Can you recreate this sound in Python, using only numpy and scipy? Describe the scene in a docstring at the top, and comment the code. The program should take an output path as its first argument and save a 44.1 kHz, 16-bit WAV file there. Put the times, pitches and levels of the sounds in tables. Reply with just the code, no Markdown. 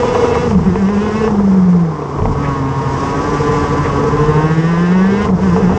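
"""A two-stroke racing kart on a circuit, heard from a microphone on its own nose fairing.
The engine is built from harmonics of its firing rate, which boom, ring in the pipe and rasp in its shell,
and from noise puffed at each firing. It lifts off, labours through a slow corner and pulls away.
Decaying modes knock and hum in the plastic bodywork, resonances and filtered noise make the fairing drone,
and shaped noise gives the wind rumble and tyre hiss underneath."""
import sys
import numpy as np
from scipy import signal
from scipy.fft import rfft, irfft, next_fast_len
from scipy.io import wavfile
from scipy.ndimage import uniform_filter1d, minimum_filter1d

SR = 44100
rng = np.random.default_rng(int(sys.argv[2]) if len(sys.argv) > 2 else 0)


def log_audio(samples):
    """Write samples as a 16-bit WAV file to the path given in sys.argv[1]."""
    # one column per channel
    frames = np.atleast_2d(samples).T
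    # limit to full scale, then quantise
    limited = np.clip(frames, -1, 1)
    pcm = np.round(limited * 32767).astype(np.int16)
    wavfile.write(sys.argv[1], SR, pcm)


N = 254883
T = np.arange(N) / SR  # time of every sample in seconds

# How rough the ride is at the fairing, before each layer's trim.
# Each row: time in seconds, rumble of wind and bumps in dB, road and panel roar in dB.
RIDE_LEVELS = [(0, -23.5, -24), (.25, -24.5, -20.5), (.6, -16.5, -28), (.86, -28, -28.5), (1.3, -24, -24.5),
               (1.7, -28, -28.5), (2.07, -35, -30), (2.25, -18, -26.5), (2.6, -26.5, -29.5),
               (3.05, -25, -25.5), (3.6, -22, -25), (4.3, -21.5, -24.5), (4.6, -30.5, -28),
               (4.97, -30.5, -26.5), (5.3, -20, -25), (5.45, -23, -27), (5.7, -19, -23)]


def amp(db):
    """Decibels to gain."""
    return 10 ** (np.asarray(db) / 20)


def evened(x):
    """Scales to rms 1."""
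    return x / np.sqrt(np.mean(x ** 2) + 1e-20)


def steadied(x, size=4000):
    """Holds the running rms near 1, over a window given in samples."""
    power = uniform_filter1d(uniform_filter1d(x ** 2, size), size)
    return x / np.sqrt(abs(power) + 1e-12)


def curve(rows, axis=1):
    """One column of a table, joined by straight lines, at every sample."""
    rows = np.array(rows)
    return np.interp(T, rows[:, 0], rows[:, axis])


def read(points, hz):
    """Gain of a spectrum at the given frequencies, straight in dB over log frequency."""
    point_hz, db = np.transpose(points)
    return amp(np.interp(np.log(hz + 1), np.log(point_hz), db, left=-90, right=-90))


def colour(x, points):
    """Filters a sound by a spectrum."""
    size = next_fast_len(N + 4096)
    gain = read(points, np.fft.rfftfreq(size, 1 / SR))
    return irfft(rfft(x, size) * gain, size)[:N]


def wander(hz):
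    """Smooth chance of rms 1 that changes up to hz times a second."""
    knots = signal.resample_poly(rng.standard_normal(2400), 8, 1)
    return evened(np.interp(T * hz * 16, np.arange(len(knots)), knots))


def bell(s, half_s):
    """Smooth hump of height 1 around time s."""
    return np.exp(-((T - s) / half_s) ** 2)


def add(mix, s, sound):
    """Lays a sound into the mix at time s."""
    part = mix[max(round(s * SR), 0):][:len(sound)]
    part += sound[:len(part)]


def revs(hunt_hz=.15):
    """Firing rate in Hz: its course, the dying swings of the drive chain and a slight unsteadiness."""
    # Engine speed. Each row: time in seconds, firings per second in Hz.
    rev_course = [(0, 240.6), (.1, 246), (.34, 239.3), (.46, 245.1), (.57, 183.7), (.64, 178.6), (.95, 204),
                  (1.26, 220), (1.3, 208.7), (1.82, 169.9), (1.98, 145), (2.3, 137), (2.42, 142.1),
                  (2.62, 134.6), (2.98, 135.6), (3.3, 144.7), (3.52, 145.9), (3.68, 142.4), (3.83, 145.5),
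                  (3.92, 139.1), (4.42, 154.1), (4.85, 174.2), (5.26, 209.4), (5.33, 183.7), (5.46, 180.1),
                  (5.6, 187.8), (5.78, 190)]
    # The chain snatches and the revs swing about their course.
    # Each row: start in seconds, swing in Hz, swing rate in Hz, decay in seconds.
    chain_surges = [(0.571, 14.2, 7.9, .32), (4.596, 1.4, 7.6, 2.5), (5.333, 15, 6.5, 2.5)]
    hz = curve(rev_course) + hunt_hz * wander(12)
    for s, swing_hz, rate_hz, decay_s in chain_surges:
        age = np.maximum(T - s, 0)
        hz = hz - swing_hz * np.exp(-age / decay_s) * np.sin(2 * np.pi * rate_hz * age)
    return uniform_filter1d(hz, 400)


def throttle():
    """Throttle opening, 0-1."""
    # The driver's foot. Each row: time in seconds, opening 0-1.
    pedal_course = [(0, 0.69), (.42, 0.76), (.56, 0), (.61, .02), (.66, 0.52), (1.27, 0.83), (1.32, .1),
                    (2.28, 0.05), (2.5, .7), (2.62, 0.49), (3.5, 0.83), (4.05, .7), (4.5, 0.89),
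                    (5.25, 0.96), (5.29, 0.01), (5.38, 0), (5.44, 0.73), (5.78, 0.68)]
    return np.clip(curve(pedal_course), 0, 1)


def overrun(bite=0.27):
    """1 while the engine coasts, towards 0 as it pulls; at an opening of bite it is down to 0.37."""
    return np.exp(-(throttle() / bite) ** 2)


def lugging(hz, lug_hz=147.8, range_hz=1.7):
    """Near 1 when the engine labours below lug_hz, near 0 once it runs freely; range_hz softens the step."""
    return .5 - .5 * np.tanh((hz - lug_hz) / (2 * range_hz))


def roughness(hz, when_open=0.034, when_shut=0.77, at_top=.14, at_lug=0.078, top_hz=242.4):
    """Raggedness, 0-1: firing is clean under throttle, ragged on the overrun, near top revs and when lugging."""
    by_throttle = when_open + (when_shut - when_open) * overrun()
    by_revs = at_top * (hz / top_hz) ** 16 + at_lug * lugging(hz)
    return np.clip(by_throttle + by_revs, .01, .97)


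def voice(hz, pipe_db=-18.5, pipe_shut_db=-13, rasp_db=-25, rasp_shut_db=-21.5, rasp_lug_db=-1):
    """Base gains of pipe ring and shell rasp: full throttle, then changes for shut throttle and revs."""
    # The pipe rings most at low revs. Each row: firing rate in Hz, change in dB.
    ring_by_revs = [(125, 2), (145, 1), (156, 1), (163, -10.5), (169, -4), (180, -8), (210, -7.5),
                    (260, -0.5)]
    shut = 1 - throttle()
    ring = amp(pipe_db + pipe_shut_db * shut) * read(ring_by_revs, hz)
    rasp = amp(rasp_db + rasp_shut_db * shut + rasp_lug_db * lugging(hz))
    return ring, rasp


def throb(turns, lag=0, firings_per_throb=11.2):
    """Gain that dips once per turn of the rear axle, in spells that swell and fade; lag is in axle turns."""
    # Spells of throbbing. Each row: central dip in seconds, half length in seconds, depth 0-1.
    throb_spells = [(2.83, .3, .5), (3.532, 0.39, 0.68), (3.861, 0.12, .6), (4.179, 0.16, 0.96),
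                    (4.486, 0.21, 0.6)]
    gain = np.ones(N)
    for s, half_s, depth in throb_spells:
        axle = (turns - np.interp(s, T, turns)) / firings_per_throb - lag
        gain = gain * (1 - min(depth, 1) * bell(s, half_s) * np.cos(2 * np.pi * axle))
    return gain


def air(turns, wind_db=2.0, hiss_db=3.0, pulsing=0.05, flicker_db=0.92):
    """Wind and bumps rumble at the microphone; tyre and engine hiss swells slightly with each firing."""
    # Rumble at the microphone. Each row: frequency in Hz, relative level in dB.
    wind_spectrum = [(10, -28.5), (26, -21), (42, 0.5), (55, -9.5), (82, 3.5), (110, -2.5), (160, -1),
                     (240, -7), (500, -45)]
    # Tyre and engine hiss. Each row: frequency in Hz, relative level in dB.
    hiss_spectrum = [(1500, 2.5), (3000, -2), (4000, -10), (4600, -6), (4950, -1.5), (5250, -2), (5800, -2),
                     (6600, -5.5), (7600, -9.5), (8500, -17.5), (9500, -23.5)]
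    # Strength of the hiss before its trim. Each row: time in seconds, level in dB.
    hiss_course = [(0.0, -37.5), (0.51, -38.5), (0.55, -46), (1.26, -41), (1.32, -45.5), (1.9, -50),
                   (2.54, -44), (2.66, -47), (3.09, -37.5), (3.12, -40), (3.54, -37), (3.7, -39.5),
                   (5.1, -44.5), (5.25, -40.5), (5.33, -52), (5.42, -42), (5.75, -44), (5.78, -39)]
    wind = steadied(colour(rng.standard_normal(N), wind_spectrum))
    pulse = (1 + pulsing * np.cos(2 * np.pi * turns)) * amp(flicker_db * wander(40))
    hiss = evened(colour(pulse * rng.standard_normal(N), hiss_spectrum))
    return amp(curve(RIDE_LEVELS, axis=1) + wind_db) * wind + amp(curve(hiss_course) + hiss_db) * hiss


def judder(rebound=0.82):
    """The unsprung frame bounces unevenly and rebounds between bounces, swelling and dying away."""
    # A bump at the turn-in. The row: start in seconds, length in seconds, mean rate in Hz, bounce level in dB.
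    bump_judder = (2.17, .19, 41, -16.5)
    s, length, hz, level_db = bump_judder
    swell = np.sin(np.pi * np.clip((T - s) / length, 0, 1))
    phase = 2 * np.pi * np.cumsum(hz * (1 + 0.1583 * wander(30))) / SR
    bounce = np.sin(phase) + rebound * np.sin(2 * phase + wander(30))
    return amp(level_db) * swell * bounce


def chassis(turns, hz, shake_db=2.0, panel_db=3.0, road_db=0., panel_hz=470, width_hz=56,
            second_db=-10, third_db=-23, smear=0.74):
    """Asphalt shakes the fairing in uneven bursts; an engine harmonic that meets its resonance makes it sing."""
    # Drone of the fairing panel. Each row: frequency in Hz, relative level in dB.
    panel_spectrum = [(90, -51), (150, -4), (250, -8), (320, -6), (385, -1), (450, 5), (490, -1),
                      (550, -15.5), (800, -42.5)]
    # Roar of the road. Each row: frequency in Hz, relative level in dB.
    road_spectrum = [(130, -13), (250, -4.5), (550, -3.5), (780, 0.5), (950, -0.5), (1300, -6.5),
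                     (2500, -40.5), (5000, -39.5)]
    shake = amp(shake_db * wander(35))
    sung = np.zeros(N)
    for k, db in ((2, second_db), (3, third_db)):
        line = np.sin(2 * np.pi * k * turns + smear * wander(25))
        sung += amp(db) * line / (1 + ((k * hz - panel_hz) / (.5 * width_hz)) ** 2)
    panel = steadied(shake * colour(rng.standard_normal(N), panel_spectrum))
    road = steadied(colour(shake * rng.standard_normal(N), road_spectrum))
    shaken = amp(curve(RIDE_LEVELS, axis=2)) * (amp(panel_db) * panel + amp(road_db) * road)
    return shaken + throttle() * throb(turns) * shake * sung


def buzz(turns, ring_hz=453, smear=1.0, flutter_db=-1.0):
    """The main mode of the fairing rings unsteadily in spells, throbbing with the axle."""
    # Spells when the fairing buzzes, some shaken, some set off by an engine harmonic.
    # Each row: centre in seconds, half length in seconds, level in dB before throb and flutter.
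    buzz_spells = [(1.265, 0.042, -14.5), (2.26, 0.041, -25.5), (3.5, 0.21, -19), (4.054, 0.12, -19.5),
                   (4.291, 0.15, -17), (5.134, 0.062, -22), (5.578, 0.028, -13)]
    swell = sum(amp(db) * bell(s, half_s) for s, half_s, db in buzz_spells)
    ring = np.sqrt(2) * np.sin(2 * np.pi * ring_hz * T + smear * wander(25))
    return swell * np.sqrt(throb(turns)) * amp(flutter_db * wander(30)) * ring


def knocks(knock_db=0.5, crack_db=-20, crack_s=0.003, scatter=0.031):
    """The plastic bodywork cracks and rings briefly: short decaying modes and a snap of noise."""
    # Bumps knock the bodywork; the row at 0.225 s is instead a short hum near 450 Hz,
    # as the engine's second harmonic meets the panel resonance.
    # Each row: time in seconds, peak in dB before the trims, change of the modes below 550 Hz in dB.
    body_bursts = [(.034, -4.5, -15), (.15, -3.5, -6), (.225, -7.5, 21), (.355, -8, -23), (.511, -8.5, 2),
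                   (.549, -10.5, 4), (.662, -13, 2), (.757, -7, 1.5), (.888, -9.5, 2), (.976, -13.5, -7),
                   (1.066, -12, 2), (1.279, -8, -3), (2.02, -16, 3), (2.188, -13, -1), (2.221, -12, -4),
                   (2.256, -6.5, -5), (2.31, -21, -7), (5.22, -11, -3), (5.253, -9.5, -6),
                   (5.289, -11.5, -5), (5.435, -11, 0), (5.565, -6, -5), (5.695, -10, -12)]
    # Modes of the bodywork. Each row: frequency in Hz before scatter, level in dB, 60 dB decay in seconds.
    body_modes = [(264, -4, 0.052), (378, 6, 0.0094), (454.7, 4, 0.19), (595, 2, 0.021), (693, -4, 0.11),
                  (839, 3, 0.032), (1005, 6.5, 0.039), (1123, 0.5, 0.045), (1186, -4, 0.044),
                  (1600, -24, 0.015), (2000, -2, 0.0072), (2700, -24, .015)]
    t, out = np.arange(4000) / SR, np.zeros(N)
    hz, db, t60 = np.transpose(body_modes)[:, :, None]
    band = signal.butter(4, [1500, 2900], "bandpass", fs=SR)
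    for s, peak_db, thud_db in body_bursts:
        detune, phase = rng.standard_normal((2, len(body_modes), 1))
        decay = amp(db + thud_db * (hz < 550) - 60 * t / t60)
        modes = decay * np.sin(2 * np.pi * (hz * (1 + scatter * detune) * t + phase))
        ring = modes.sum(0) * (1 - np.exp(-t / 0.00023))  # soft onset
        crack = np.exp(-t / crack_s) * evened(signal.lfilter(*band, rng.standard_normal(len(t))))
        burst = amp(peak_db + knock_db) * ring / abs(ring).max() + amp(peak_db + crack_db) * crack
        add(out, s - .001, burst)
    return out


def spits(spit_s=0.022, low_hz=1500, high_hz=2250):
    """Short coughs of gas rasp in the steel shell."""
    # Short raspy spits from the exhaust. Each row: centre in seconds, level in dB.
    exhaust_spits = [(0.347, -29), (2.453, -30), (3.855, -27)]
    band = signal.butter(2, [low_hz, high_hz], "bandpass", fs=SR)
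    swell = sum(amp(db) * bell(s, spit_s) for s, db in exhaust_spits)
    return swell * evened(signal.lfilter(*band, rng.standard_normal(N)))


def gas(turns, hz, puff=0.37, leak=0.44, uneven=0.13, pipe_db=1.5, rasp_db=3.5):
    """Each firing also lets out a puff of turbulent gas, decaying over puff firings; no two burn alike."""
    # Gas noise in the pipe. Each row: frequency in Hz, relative level in dB.
    pipe_spectrum = [(500, -30.5), (700, -13), (900, -2), (1020, 4), (1150, 0.5), (1270, -18), (1400, -24),
                     (1700, -54)]
    # Gas noise in the shell. Each row: frequency in Hz, relative level in dB.
    rasp_spectrum = [(1100, -38), (1300, -4), (1600, 1.5), (1850, -2), (2150, -0.5), (2350, -9.5),
                     (2680, -16), (2950, -18.5), (3300, -14), (4100, -17.5), (5200, -16.5), (8000, -35.5)]
    strength = (leak + np.exp(-(turns % 1) / puff)) * (1 + uneven * wander(70))
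    puffs = strength * rng.standard_normal(N)
    pipe, shell = steadied(colour(puffs, pipe_spectrum)), steadied(colour(puffs, rasp_spectrum))
    ring, rasp = voice(hz)
    return np.sqrt(roughness(hz)) * (ring * amp(pipe_db) * pipe + rasp * amp(rasp_db) * shell)


def resonance(modes, grid_hz):
    """Response of a set of resonances, their powers summed, over a grid of frequencies."""
    power = sum(amp(db) ** 2 / (1 + ((grid_hz - f) / (.5 * width)) ** 2) ** 1.47 for f, width, db in modes)
    return np.sqrt(power)


def exhaust(turns, hz, waver_db=2.5, bright_db=31.5, pipe_db=-1.1, rasp_db=-2.5):
    """The harmonics of the firing rate swell and fade as they slide through the resonances of pipe and shell."""
    # Resonances of the exhaust pipe. Each row: frequency in Hz, width in Hz, relative level in dB.
    pipe_modes = [(560, 19, -6), (704, 50, -14), (787, 80, -10), (944, 78, -2), (1030, 32, 3.5),
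                  (1100, 98, -3.5), (1135, 103, -3), (1271, 19, -6.5)]
    # Resonances of its thin steel shell. Each row: frequency in Hz, width in Hz, relative level in dB.
    shell_modes = [(1448, 60, -2), (1564, 130, 1), (1750, 85, -2), (1860, 180, -3.5), (2060, 110, -6.5),
                   (2170, 48, -6.5), (2510, 120, -12.5), (2642, 100, -8.5), (2810, 58, -15.5),
                   (2936, 90, -11), (3090, 83, -16), (3416, 130, -17), (3820, 290, -21.5), (4900, 190, -22),
                   (5500, 500, -25.5)]
    turns = turns + .008 * roughness(hz) * wander(45)  # ragged firing jitters
    grid_hz = np.arange(9500)
    pipe_gain, shell_gain = resonance(pipe_modes, grid_hz), resonance(shell_modes, grid_hz)
    # near top revs the blast is steeper and favours the upper resonances
    steep_db = bright_db * np.maximum(np.log2(hz / 195), 0)
    pipe, shell = np.zeros((2, N))
    for k in range(3, 37):
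        line = amp(waver_db * wander(18)) * np.cos(2 * np.pi * (k * turns + rng.random()))
        tilt = np.clip(2 * np.log2(k * hz / 2000), -.6, .6)
        pipe += line * np.interp(k * hz, grid_hz, pipe_gain)
        shell += line * np.interp(k * hz, grid_hz, shell_gain) * amp(steep_db * tilt)
    ring, rasp = voice(hz)
    blast = ring * amp(pipe_db) * steadied(pipe) + rasp * amp(rasp_db) * steadied(shell)
    return np.sqrt(1 - roughness(hz)) * blast


def boom(turns, hz, flutter_db=1.23, octave_db=-22, octave_shut_db=-9, octave_fall_db=-10, second_db=3.5):
    """Two nearly pure harmonics; the first follows the airbox resonance, throbs, and weakens in listed dips."""
    # The boom peaks as the firing rate crosses the airbox resonance: pulling, then on the overrun.
    # Each row: firing rate in Hz, level in dB before throb, flutter and dips.
    boom_open = [(125, -15), (143, -22.5), (154, -15), (175, -11.5), (190, -9), (215, -18), (260, -30.5)]
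    boom_shut = [(125, -16), (145, -28), (168, -11), (182, -8), (200, -9.5), (260, -32)]
    # The boom weakens briefly at these times. Each row: centre in seconds, half length in seconds, depth in dB.
    boom_dips = [(0.607, 0.017, 10), (0.644, .02, 25), (.755, 0.038, 12), (1.1, .025, 9), (2.554, .02, 24),
                 (3.071, .08, 11), (3.3, 0.072, 17), (3.65, 0.049, 13), (5.271, 0.024, 20),
                 (5.387, 0.032, 23), (5.6, 0.018, 14), (5.78, 0.05, 14.5)]
    coasting = overrun()
    airbox = coasting * read(boom_shut, hz) + (1 - coasting) * read(boom_open, hz)
    gain = airbox * throb(turns) * amp(flutter_db * wander(25))
    for s, dip_s, depth_db in boom_dips:
        gain = gain * (1 - (1 - amp(-depth_db)) * bell(s, dip_s))
    first = gain * np.cos(2 * np.pi * turns + .12 * wander(20))
    # the second harmonic weakens with a shut throttle and with rising revs (dB per octave)
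    level_db = octave_db + octave_shut_db * (1 - throttle()) + octave_fall_db * np.log2(hz / hz.min())
    smear = (0.31 + roughness(hz)) * wander(30)
    second = amp(level_db + second_db * wander(14)) * np.sin(4 * np.pi * turns + smear)
    return np.sqrt(2) * (first + second)


def scene(sway_hz=1.76, sway_lag=.22):
    """One crankshaft drives engine, fairing and the pulsing of the hiss; lugging, it sways with each throb."""
    course = revs()
    sway = 1 - throb(np.cumsum(course) / SR, sway_lag)
    hz = course + sway_hz * lugging(course) * sway
    turns = np.cumsum(hz) / SR  # firings so far
    ride = air(turns) + judder() + chassis(turns, hz) + buzz(turns) + knocks()
    engine = spits() + gas(turns, hz) + exhaust(turns, hz) + boom(turns, hz)
    return (ride + engine)[None]


def record(dry, ceiling=.87, edge_hz=9350):
    """A quick limiter holds the peaks down and the ends are faded; then the treble is cut above edge_hz."""
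    room = ceiling / np.maximum(abs(dry), ceiling)
    limiter = uniform_filter1d(minimum_filter1d(room, size=300), size=300)
    held = dry * limiter * signal.windows.tukey(N, .0006)
    lowpass = signal.firwin(255, edge_hz, window=("kaiser", 9), fs=SR)
    return signal.oaconvolve(held, lowpass[None], "same")


dry = scene()
out = record(dry)
log_audio(out)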